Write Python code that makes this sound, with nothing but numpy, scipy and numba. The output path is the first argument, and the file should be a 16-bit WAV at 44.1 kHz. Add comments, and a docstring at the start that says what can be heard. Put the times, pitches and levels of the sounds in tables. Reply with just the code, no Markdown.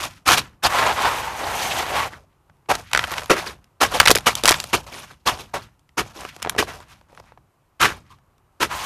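"""A few crunches, one long scrape, then hard crunching strokes with snaps and sliding chips between,
and a short last scrape: ice is worked off a car outdoors, close to a small microphone that overloads.
Each stroke crushes many ice grains that ring the ice sheet and hiss: random clicks through resonances.
Single plates snap with a bright tick and a duller ring, both made of short bursts of filtered noise.
Drags and chips are uneven bunches of grains; a low rumble and a faint distant traffic hum lie below."""
import sys
import numpy as np
from scipy import signal
from scipy.fft import rfft, irfft, next_fast_len
from scipy.io import wavfile
from scipy.ndimage import uniform_filter1d
from numba import njit

SR = 44100
rng = np.random.default_rng(int(sys.argv[2]) if len(sys.argv) > 2 else 0)


def waveform_to_disk(signal):
    """Save audio, clipped to [-1, 1], as 16-bit WAV at the path in sys.argv[1]."""
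    frames = np.transpose(np.atleast_2d(signal))
    scaled = np.clip(frames, -1, 1) * 32767
    samples = np.round(scaled).astype(np.int16)
    wavfile.write(sys.argv[1], SR, samples)


N = 390285
TIME = np.arange(N) / SR  # seconds

# spectrum of the fine hiss of crushed ice: pitch_hz [Hz], level_db [dB per Hz, relative]
GRIT_SPECTRUM = [(1180, -40.5), (2000, -14), (2330, -2.5), (4690, -8.5), (5000, -7), (6540, -8.5),
                 (7630, -13), (11800, -14.5), (13900, -20.5)]


def undb(db):
    """Turn decibels into a plain amplitude factor."""
    return 10 ** (np.asarray(db) / 20)


def unit(x):
    """Scale a signal to an average (rms) level of 1."""
    return x / np.sqrt(np.mean(x ** 2))


@njit
def svf(x, hz, sharp):
    """State-variable band-pass with a moving centre; sharp = centre over width."""
    y = np.empty(len(x))
    band, low, damping = 0., 0., 1 / sharp
    for i in range(len(x)):
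        g = np.tan(np.pi * hz[i] / SR)
        v = (band + g * (x[i] - low)) / (1 + g * (g + damping))
        band = 2 * v - band
        low = low + 2 * g * v
        y[i] = damping * v
    return y


def steep(x, hz, sharp):
    """A resonance applied twice, so that it is dark on both sides of its pitch."""
    return unit(svf(svf(x, hz, sharp), hz, sharp))


def colour(x, table):
    """Shape a sound to a spectrum given as (Hz, dB) points."""
    hz, db = np.transpose(table)
    size = next_fast_len(N)
    f = np.maximum(np.arange(size // 2 + 1) * SR / size, 1)
    gain_db = np.interp(np.log(f), np.log(hz), db, -80, db[-1])
    return unit(irfft(rfft(x, size) * undb(gain_db), size)[:N])


def walk(rate):
    """A random wandering curve: new values rate times a second, smoothed twice; rms 1."""
    k = int(SR / rate)
    steps = np.repeat(rng.standard_normal(N // k + 1), k)
    return unit(uniform_filter1d(uniform_filter1d(steps, k), k)[:N])


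def grains(rate, spread_db):
    """Ice grains breaking at random moments, rate a second, some larger than the rest."""
    breaks = rng.random(N) < rate / SR
    clicks = breaks * rng.standard_normal(N)
    return unit(clicks * undb(spread_db * np.minimum(rng.exponential(size=N), 3.5)))


def shards(hz, wander_db, rate):
    """Splinters ringing for a few cycles, at pitches scattered around hz."""
    hop = SR // 120  # a new pitch 120 times a second
    pitch = np.repeat(rng.standard_normal(N // hop + 1), hop)[:N]
    # the pitch scatter is also counted in dB: 6 dB is one octave
    return steep(grains(rate, 2.0), np.clip(hz * undb(wander_db * pitch), 200, 12000), 4)


def held(starts, values):
    """Each event's value, kept until the next event."""
    return values[np.maximum(np.searchsorted(starts, TIME) - 1, 0)]


def add(track, start, gain, rise, hold, t60, size, power=2):
    """Add one envelope: smooth rise, hold, then a decay that falls 60 dB in t60 seconds."""
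    i = int(start * SR)
    t = TIME[:min(size, N - i)]
    rise = max(rise, 1 / SR)
    swell = np.sin(np.pi / 2 * np.minimum(t / rise, 1)) ** power
    decay_time = np.maximum(t - rise - max(hold, 0), 0)
    track[i:i + len(t)] += gain * swell * undb(-60 * decay_time / max(t60, 1 / 1000))


def spans(tables):
    """Columns of several curve tables over time, and a gate that is open inside them."""
    s, *columns = np.concatenate(tables).T
    inside = sum((TIME >= table[0][0]) & (TIME <= table[-1][0]) for table in tables) > 0
    gate = uniform_filter1d(1. * inside, size=SR // 50)
    return gate, [np.interp(TIME, s, column) for column in columns]


def traffic():
    """Distant roads: noise shaped to a smooth hum that swells a little, under a faint even hiss."""
    # spectra of the hum and the hiss: pitch_hz [Hz], level_db [dB per Hz, relative]
    hum_spectrum = [(15, -31.5), (25, -3.5), (80, 0.5), (155, -0.5), (178, -13.5), (282, -10.5), (366, -8),
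                    (438, -12.5), (1120, -9.5), (1970, -24.5), (3000, -27.5), (3900, -59), (6600, -120)]
    hiss_spectrum = [(1200, -20), (2000, -0.5), (5000, -6), (13500, -7)]
    # the added last point sets the level of everything above 6 kHz
    hum = colour(rng.standard_normal(N), [*hum_spectrum, (6000, -58)])
    hum = undb(-64 + 1.2 * walk(0.99)) * hum
    hiss = colour(rng.standard_normal(N), hiss_spectrum)
    return hum + undb(-74.5 + .7 * walk(43)) * hiss


def rumble(work):
    """A low rumble under the ice sounds: noise rising and falling with their level, less than in proportion."""
    # spectrum of the rumble: pitch_hz [Hz], level_db [dB per Hz, relative]
    rumble_spectrum = [(25, -8.5), (60, 8), (120, 4.5), (200, -1), (350, -11), (700, -73)]
    keep = np.exp(-1 / (0.019 * SR))  # the level is averaged over about 19 ms
    level = np.sqrt(signal.lfilter([1 - keep], [1, -keep], work ** 2) + 1e-12)
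    return undb(-28.5) * level ** 0.53 * colour(rng.standard_normal(N), rumble_spectrum)


def squeak():
    """One faint, short, wavering squeak: noise through a narrow resonance."""
    # the one squeak: start_s [s], peak_db [dB, nominal], pitch_hz [Hz], hold_s [s]
    squeak_row = (8.1, -47, 1090, .03)
    s, db, hz, hold = squeak_row
    level = np.zeros(N)
    add(level, s, undb(db), .008, hold, .04, size=SR // 5)
    return level * steep(rng.standard_normal(N), np.full(N, 1. * hz), 6.0)


def chips():
    """Loose chips slide and crumble: sparser crumbs in bunches, each patch of ice with its own pitch."""
    # slides: start_s [s], swell_s [s], hold_s [s], dull_db [dB], bright_db [dB relative to dull]
    slide_table = [(0.0, 0.0011, 0, -28, -0.5), (0.4, 0.0084, 0, -43, -19.5), (2.082, 0.031, .06, -47, -10),
                   (2.73, .01, 0.021, -31.5, -4.5), (2.887, 0.091, 0.087, -36.5, -7),
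                   (3.04, .07, 0.1, -34.5, -5), (3.33, 0.054, 0, -23.5, -10),
                   (3.867, 0.094, 0.096, -28.5, -5), (4.02, 0.024, 0.15, -42, -3.5),
                   (4.42, 0.044, 0.067, -26, -1.5), (4.56, .03, 0.17, -51, 4),
                   (4.768, 0.0093, 0.01, -39, -9.5), (4.894, 0.11, 0, -39, 0),
                   (5.296, 0.021, 0.053, -36.5, -7), (5.59, .01, 0.077, -59, -9),
                   (6.034, .01, 0.025, -45.5, -4.5), (6.129, 0.031, 0.11, -42, -3.5),
                   (6.358, 0.13, 0.082, -44.5, -14.5), (6.658, 0.031, 0.032, -36, -5),
                   (6.857, 0.052, 0.004, -54, -1.5), (7.044, .1, 0.058, -56.5, -8.5),
                   (7.208, .03, 0.024, -57, -10), (7.879, 0.024, 0.06, -47, -8)]
    t60_s = 0.35
    low, high = np.zeros((2, N))
    for s, swell, hold, db, bright_db in slide_table:
        add(low, s, undb(db), swell, hold, t60_s, size=SR)
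        add(high, s, undb(db + bright_db), swell, hold, t60_s, size=SR)
    bunch = undb(3.2 * walk(60))
    dull = steep(grains(4500, 3.2) * bunch, 1000 * undb(2.6 * walk(21)), 0.81)
    dull = dull + undb(-9.0) * unit(bunch * shards(800, 3.6, 1500))
    bright = colour(grains(4600, 2.0) * bunch, GRIT_SPECTRUM)
    bright = bright + undb(-7.5) * unit(bunch * shards(3300, 5.3, 600))
    return low * unit(dull) + high * unit(bright)


def drag():
    """Stick-slip of the edge over rough ice: bunched grains; ring, rasp and grit surge partly on their own."""
    # curves, one list a drag: start_s [s], ring_db [dB], ring_hz [Hz], bright_db [dB relative to ring]
    drag_tables = [
        [(0.68, -29, 950, -6.5), (0.782, -17.5, 974, -7), (0.914, -20.5, 836, -11.5), (0.954, -32.5, 900, 1.5),
         (0.982, -19.5, 1020, -15.5), (1.026, -22.5, 910, -3), (1.07, -16.5, 960, -16), (1.11, -26, 970, -3),
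         (1.36, -31, 875, -5), (1.396, -32, 762, 2), (1.408, -24, 760, -8.5), (1.634, -27, 790, 1.5),
         (1.79, -24, 706, -3), (1.846, -27, 990, -6), (1.914, -26, 670, -5.5), (2.002, -21.5, 1050, -6),
         (2.074, -29.5, 780, -7.5), (2.11, -55, 727, -6)],
        [(8.66, -37, 920, -11), (8.688, -46, 970, -2), (8.712, -30.5, 1060, -3.5), (8.85, -32.5, 929, 1)],
    ]
    gate, (ring_db, ring_hz, bright_db) = spans(drag_tables)
    # the brightness is shared between a coarse rasp and a fine grit
    rasp_db = ring_db + bright_db - 3.5
    grit_db = ring_db + bright_db - 7.5
    bunch = undb(.8 * walk(50))
    slip = undb(1.4 * walk(100))

    core = steep(grains(6000, 1.6) * bunch * slip, ring_hz * (1 + .04 * walk(15)), 2.2)
    broad = steep(grains(6000, 2.3) * bunch * slip, ring_hz, 0.45)
    ring = unit(core + broad)

    rasp_grains = grains(6000, 0.53) * bunch * undb(2.2 * walk(66))
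    rasp = steep(rasp_grains, 2300 * (1 + 0.12 * walk(20)), 0.8)
    rasp = unit(rasp + undb(-8) * bunch * shards(2610, 2.65, 2900))

    grit_grains = grains(8000, 1.6) * bunch * undb(1.76 * walk(60))
    grit = colour(grit_grains, [(2500, -16.0), (4200, -5.0), (5200, -4),
                                (6200, -1.5), (8000, -1.5), (13500, -5)])
    # the blade sings near 6 kHz where the drag is bright against its ring
    sing_db = np.clip(grit_db - ring_db, -20, -4) + 2.0
    grit = grit + steep(grains(8000, 1.4), np.full(N, 6200.), 4.0) * undb(sing_db)
    return gate * (undb(ring_db) * ring + undb(rasp_db) * rasp + undb(grit_db) * grit)


def crumble():
    """A crust crumbling in small chance snaps close together: rows like those of the snap table."""
    begin_s, end_s, count = 2.99, 3.27, 20
    when, size, tick, ring, pitch = rng.random((count, 5)).T
    s = begin_s + (end_s - begin_s) * (np.arange(count) + when) / count
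    tick_db = -28 + 3 * (2 * size - 1)
    ring_db = -9 + 7.2 * (2 * ring - 1)
    # both pitches spread over one octave
    return np.transpose([s, tick_db, 2900 * 2 ** tick, ring_db, 900 * 2 ** pitch])


def snaps():
    """Ice plates break: a very short bright tick, then the freed plate rings duller and longer."""
    # single snaps, before the level trims below:
    # start_s [s], tick_db [dB], tick_hz [Hz], ring_db [dB relative to tick], ring_hz [Hz]
    snap_table = [(0.3175, -2, 2982, -16.5, 1270), (2.4966, -57, 2480, 6, 921),
                  (2.5687, -60.5, 3876, -21, 1210), (2.6584, -67, 2039, 12.5, 1110),
                  (2.7525, -10, 3203, -20, 641), (2.9143, -25, 2590, -15, 1274),
                  (2.9327, -3, 2108, -15.5, 1320), (2.9482, -9, 2118, -4.5, 1327),
                  (2.9596, -19.5, 2015, 1, 1288), (2.9745, -5, 1993, -12, 1350),
                  (2.9916, -20.5, 2255, 3.5, 1509), (3.0386, -21.5, 4230, -2, 1360),
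                  (3.1164, -16.5, 3560, -13.5, 584), (3.1812, -25.5, 3500, 0, 1956),
                  (3.2179, -27, 3027, -5, 920), (3.3049, -3.5, 2081, -6, 417),
                  (3.6425, -39.5, 3430, -24, 754), (3.9207, -24.5, 2655, -7, 853),
                  (4.0002, 13, 3020, -12, 1420), (4.0143, -8.5, 3290, -9.5, 837),
                  (4.0558, -2, 2970, -25, 1280), (4.0598, -3, 2175, -12, 1450),
                  (4.0736, 6, 2140, -16, 1390), (4.081, 9, 2117, -27, 1340), (4.0862, 0.5, 1989, -29, 1930),
                  (4.0964, -8, 2998, -3.5, 439), (4.1044, 3, 6420, -14, 1320),
                  (4.1122, 12.5, 4280, -15.5, 401), (4.1385, -23.5, 5377, -25.5, 1620),
                  (4.151, -1.5, 2078, -22.5, 1340), (4.156, -2, 5813, -12.5, 401),
                  (4.1654, -20, 2507, 0.5, 1500), (4.1744, -9.5, 3984, -13.5, 425),
                  (4.1845, -11.5, 3076, -19.5, 748), (4.2072, -24.5, 2598, -24, 1060),
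                  (4.353, -2.5, 2953, -45, 826), (4.4367, -3.5, 3022, -17, 420),
                  (4.4462, -14.5, 5060, -2.5, 476), (4.4559, 5.5, 2633, -25, 1060),
                  (4.4658, -9.5, 3890, -11.5, 883), (4.4776, 3, 5260, -17, 1340),
                  (4.4833, 4.5, 2463, -14.5, 622), (4.4908, 8.5, 2696, -37, 1350),
                  (4.496, -3.5, 4040, -18, 1610), (4.5022, -10.5, 2590, -11, 1170),
                  (4.5087, -1, 5820, -11, 519), (4.5178, 1, 1943, -20, 1220), (4.5239, -5, 2535, -14, 1360),
                  (4.5418, -10, 2088, -10, 1300), (4.601, -8.5, 4490, -31.5, 1130),
                  (4.6404, -15.5, 3938, -16, 782), (5.7936, -47, 4290, -31, 1130),
                  (5.8908, -48, 3376, -12, 1630), (6.208, -25, 4010, -17, 902),
                  (6.2331, -35, 3650, -3, 774), (6.2502, -30, 2473, 3.5, 929),
                  (6.3639, -27.5, 2677, -7, 563), (6.4001, -40, 3200, -6, 695),
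                  (6.4207, -23, 3260, -7, 676), (6.4264, -8.5, 3168, -49, 1280),
                  (6.4475, -32, 2570, 7.5, 917), (6.4604, -36, 2982, 14.5, 516),
                  (6.4717, -33.5, 1996, 12.5, 595), (6.4953, -5, 5390, -22.5, 1520),
                  (6.5491, -41, 1982, 10.5, 750), (6.563, -30.5, 2297, 5, 409),
                  (6.6255, -17, 1978, -2, 670), (6.803, -33, 2254, -4.5, 560),
                  (7.012, -45, 2316, -1.5, 565), (7.0969, -59.5, 2357, 10.5, 563),
                  (7.128, -57, 2398, 11, 501), (7.1492, -38, 2392, -17, 1110),
                  (7.1746, -43.5, 2432, 2, 904), (7.199, -36, 2332, 1, 549), (7.3206, -51, 2730, 8, 549),
                  (7.3744, -60.5, 2364, 16, 641), (8.1861, -53.5, 2540, -9.5, 1180),
                  (8.3805, -51.5, 3740, -12, 1070)]
    t60_s = .011  # of the tick
    tick, ring = np.zeros((2, N))
    table = np.concatenate([snap_table, crumble()])
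    table = table[np.argsort(table[:, 0])]
    for s, db, _, ring_db, _ in table:
        add(tick, s, undb(db - 8.5), .0003, .0006, t60_s, size=SR // 10)
        add(ring, s + 0.00029, undb(db + ring_db + 4.5), .0006, .001, 1.6 * t60_s, size=SR // 10)
    start = table[:, 0] - 1 / 1000  # the pitch changes 1 ms ahead of the snap
    noise = rng.standard_normal((2, N))
    bright = steep(noise[0], held(start, table[:, 2]), 0.31)
    sparkle = colour(noise[1][::-1], [(1500, -21.0), (3000, 2), (14000, -16.5)])
    plate = steep(noise[1], held(start, table[:, 4]), 0.74)
    return tick * unit(bright + undb(-3.5) * sparkle) + ring * plate


def strokes():
    """Bursts of dense grains ring the ice sheet at a pitch of their own; the thud outlasts the grit."""
    # short crushing strokes: start_s [s], ring_db [dB, nominal peak], ring_hz [Hz],
    # grit_db [dB relative to ring], thud_db [dB relative to ring], rise_s [s], t60_s [s, of the ring]
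    stroke_table = [(0.049, -25.5, 1151, 0.5, -9, .008, 0.043), (0.252, -6, 1076, -1, -13.5, 0.042, .24),
                    (0.317, -9.5, 1228, -0.5, -29.5, 0.018, 0.054),
                    (0.365, -14, 1129, 4, -13.5, .018, 0.041), (0.622, -4, 1029, -3.5, -22.5, 0.037, 0.046),
                    (2.118, -30, 1140, -10.5, -9.5, 0.011, 0.15),
                    (2.685, -4, 835, -9.5, -15.5, 0.023, 0.066),
                    (3.295, -3.5, 1416, -5.5, 0.5, 0.0089, 0.11),
                    (3.364, -24.5, 1401, 0.5, -34.5, 0.028, .13),
                    (3.45, -22, 1338, -2.5, -7.5, 0.018, 0.16), (3.801, -3.5, 1063, -3.5, -10, 0.023, 0.13),
                    (3.932, -10, 639, -4, -31, 0.014, 0.18), (4.258, -2.5, 946, -2, -17, 0.013, 0.12),
                    (4.359, -24.5, 874, 0.5, -41.5, 0.017, 0.16),
                    (4.728, -4.5, 959, -2, -5.5, 0.0079, 0.087),
                    (4.863, -31.5, 940, -2.5, -13, 0.0041, 0.25), (4.915, -29.5, 1131, -1, -4, .012, 0.26),
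                    (5.094, -37.5, 1115, -2.5, -13, 0.016, 0.074),
                    (5.253, -6, 923, -4.5, -15.5, 0.026, 0.14), (5.384, -29.5, 899, 0, -8, 0.0064, 0.19),
                    (5.533, -13, 861, -9.5, -15.5, 0.013, 0.15),
                    (5.616, -52.5, 1167, 11, 0.5, 0.0091, 0.092),
                    (5.969, -7.5, 1142, -6.5, -9.5, 0.019, 0.093), (6.152, -33.5, 899, -1, 1, 0.018, 0.19),
                    (6.577, -9.5, 1556, 0, 2, 0.012, 0.11), (6.672, -25.5, 634.7, -15, -32, 0.011, 0.37),
                    (6.9, -43, 1084, -1, -18, 0.018, 0.13), (7.794, -3.5, 1320, -5, -12, 0.037, 0.19),
                    (8.085, -51.5, 1594, 4, -7.5, 0.027, 0.18),
                    (8.598, -11.5, 1356, 0.5, -3.5, 0.028, 0.086)]
    crest_db = 9  # peak over rms of crushed ice
    shape = dict(size=SR // 2, power=1.8)  # a power below 2 makes the edge bite sooner
    hold_s = 0.0088
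    ring, grit, thud = np.zeros((3, N))
    for s, db, _, grit_db, thud_db, rise, t60 in stroke_table:
        level_db = db - crest_db
        add(ring, s, undb(level_db), rise, hold_s, t60, **shape)
        add(grit, s, undb(level_db + grit_db), rise, hold_s, 1.034 * t60, **shape)
        add(thud, s, undb(level_db + thud_db), rise, hold_s, 1.3 * t60, **shape)
    table = np.array(stroke_table)
    hz = held(table[:, 0], table[:, 2])
    bunch = undb(1.7 * walk(150))
    sheet = steep(grains(8000, 4.2) * bunch, hz, 0.87)
    sheet = unit(sheet + undb(-5.5) * shards(hz, 2.5, 3000))
    fine = colour(grains(9000, 1.3) * bunch, GRIT_SPECTRUM)
    fine = unit(fine + undb(-3.0) * shards(3000, 2.6, 3000))
    door = steep(grains(4000, 1.0) * bunch, np.full(N, 380.), 1.3)  # the sheet metal answers low
    jolt = steep(rng.standard_normal(N), np.full(N, 120.), 0.31)
    return ring * (sheet + undb(-17.5) * jolt) + grit * fine + thud * door


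def scene():
    """Mix the ice work with its short echoes, a low rumble and the distant traffic."""
    near = strokes() + snaps() + drag() + chips() + squeak()
    # ground and bodywork throw back a short scatter of echoes
    t = TIME[:SR // 4]
    scatter = rng.standard_normal(len(t)) * undb(-60 * t / 0.054) * (t > .003)
    echoes = signal.fftconvolve(near, scatter / np.sqrt(np.sum(scatter ** 2)))[:N]
    return (near + undb(-17.0) * echoes + rumble(near) + traffic())[None]


def record(dry):
    """The microphone's input stage clips the loudest peaks, then the treble above 14 kHz is cut."""
    clipped = np.clip(dry, -.97, .97)
    low_pass = signal.ellip(8, .2, 60, 14000, fs=SR, output="sos")
    return signal.sosfilt(low_pass, clipped)


dry = scene()
out = record(dry)
waveform_to_disk(out)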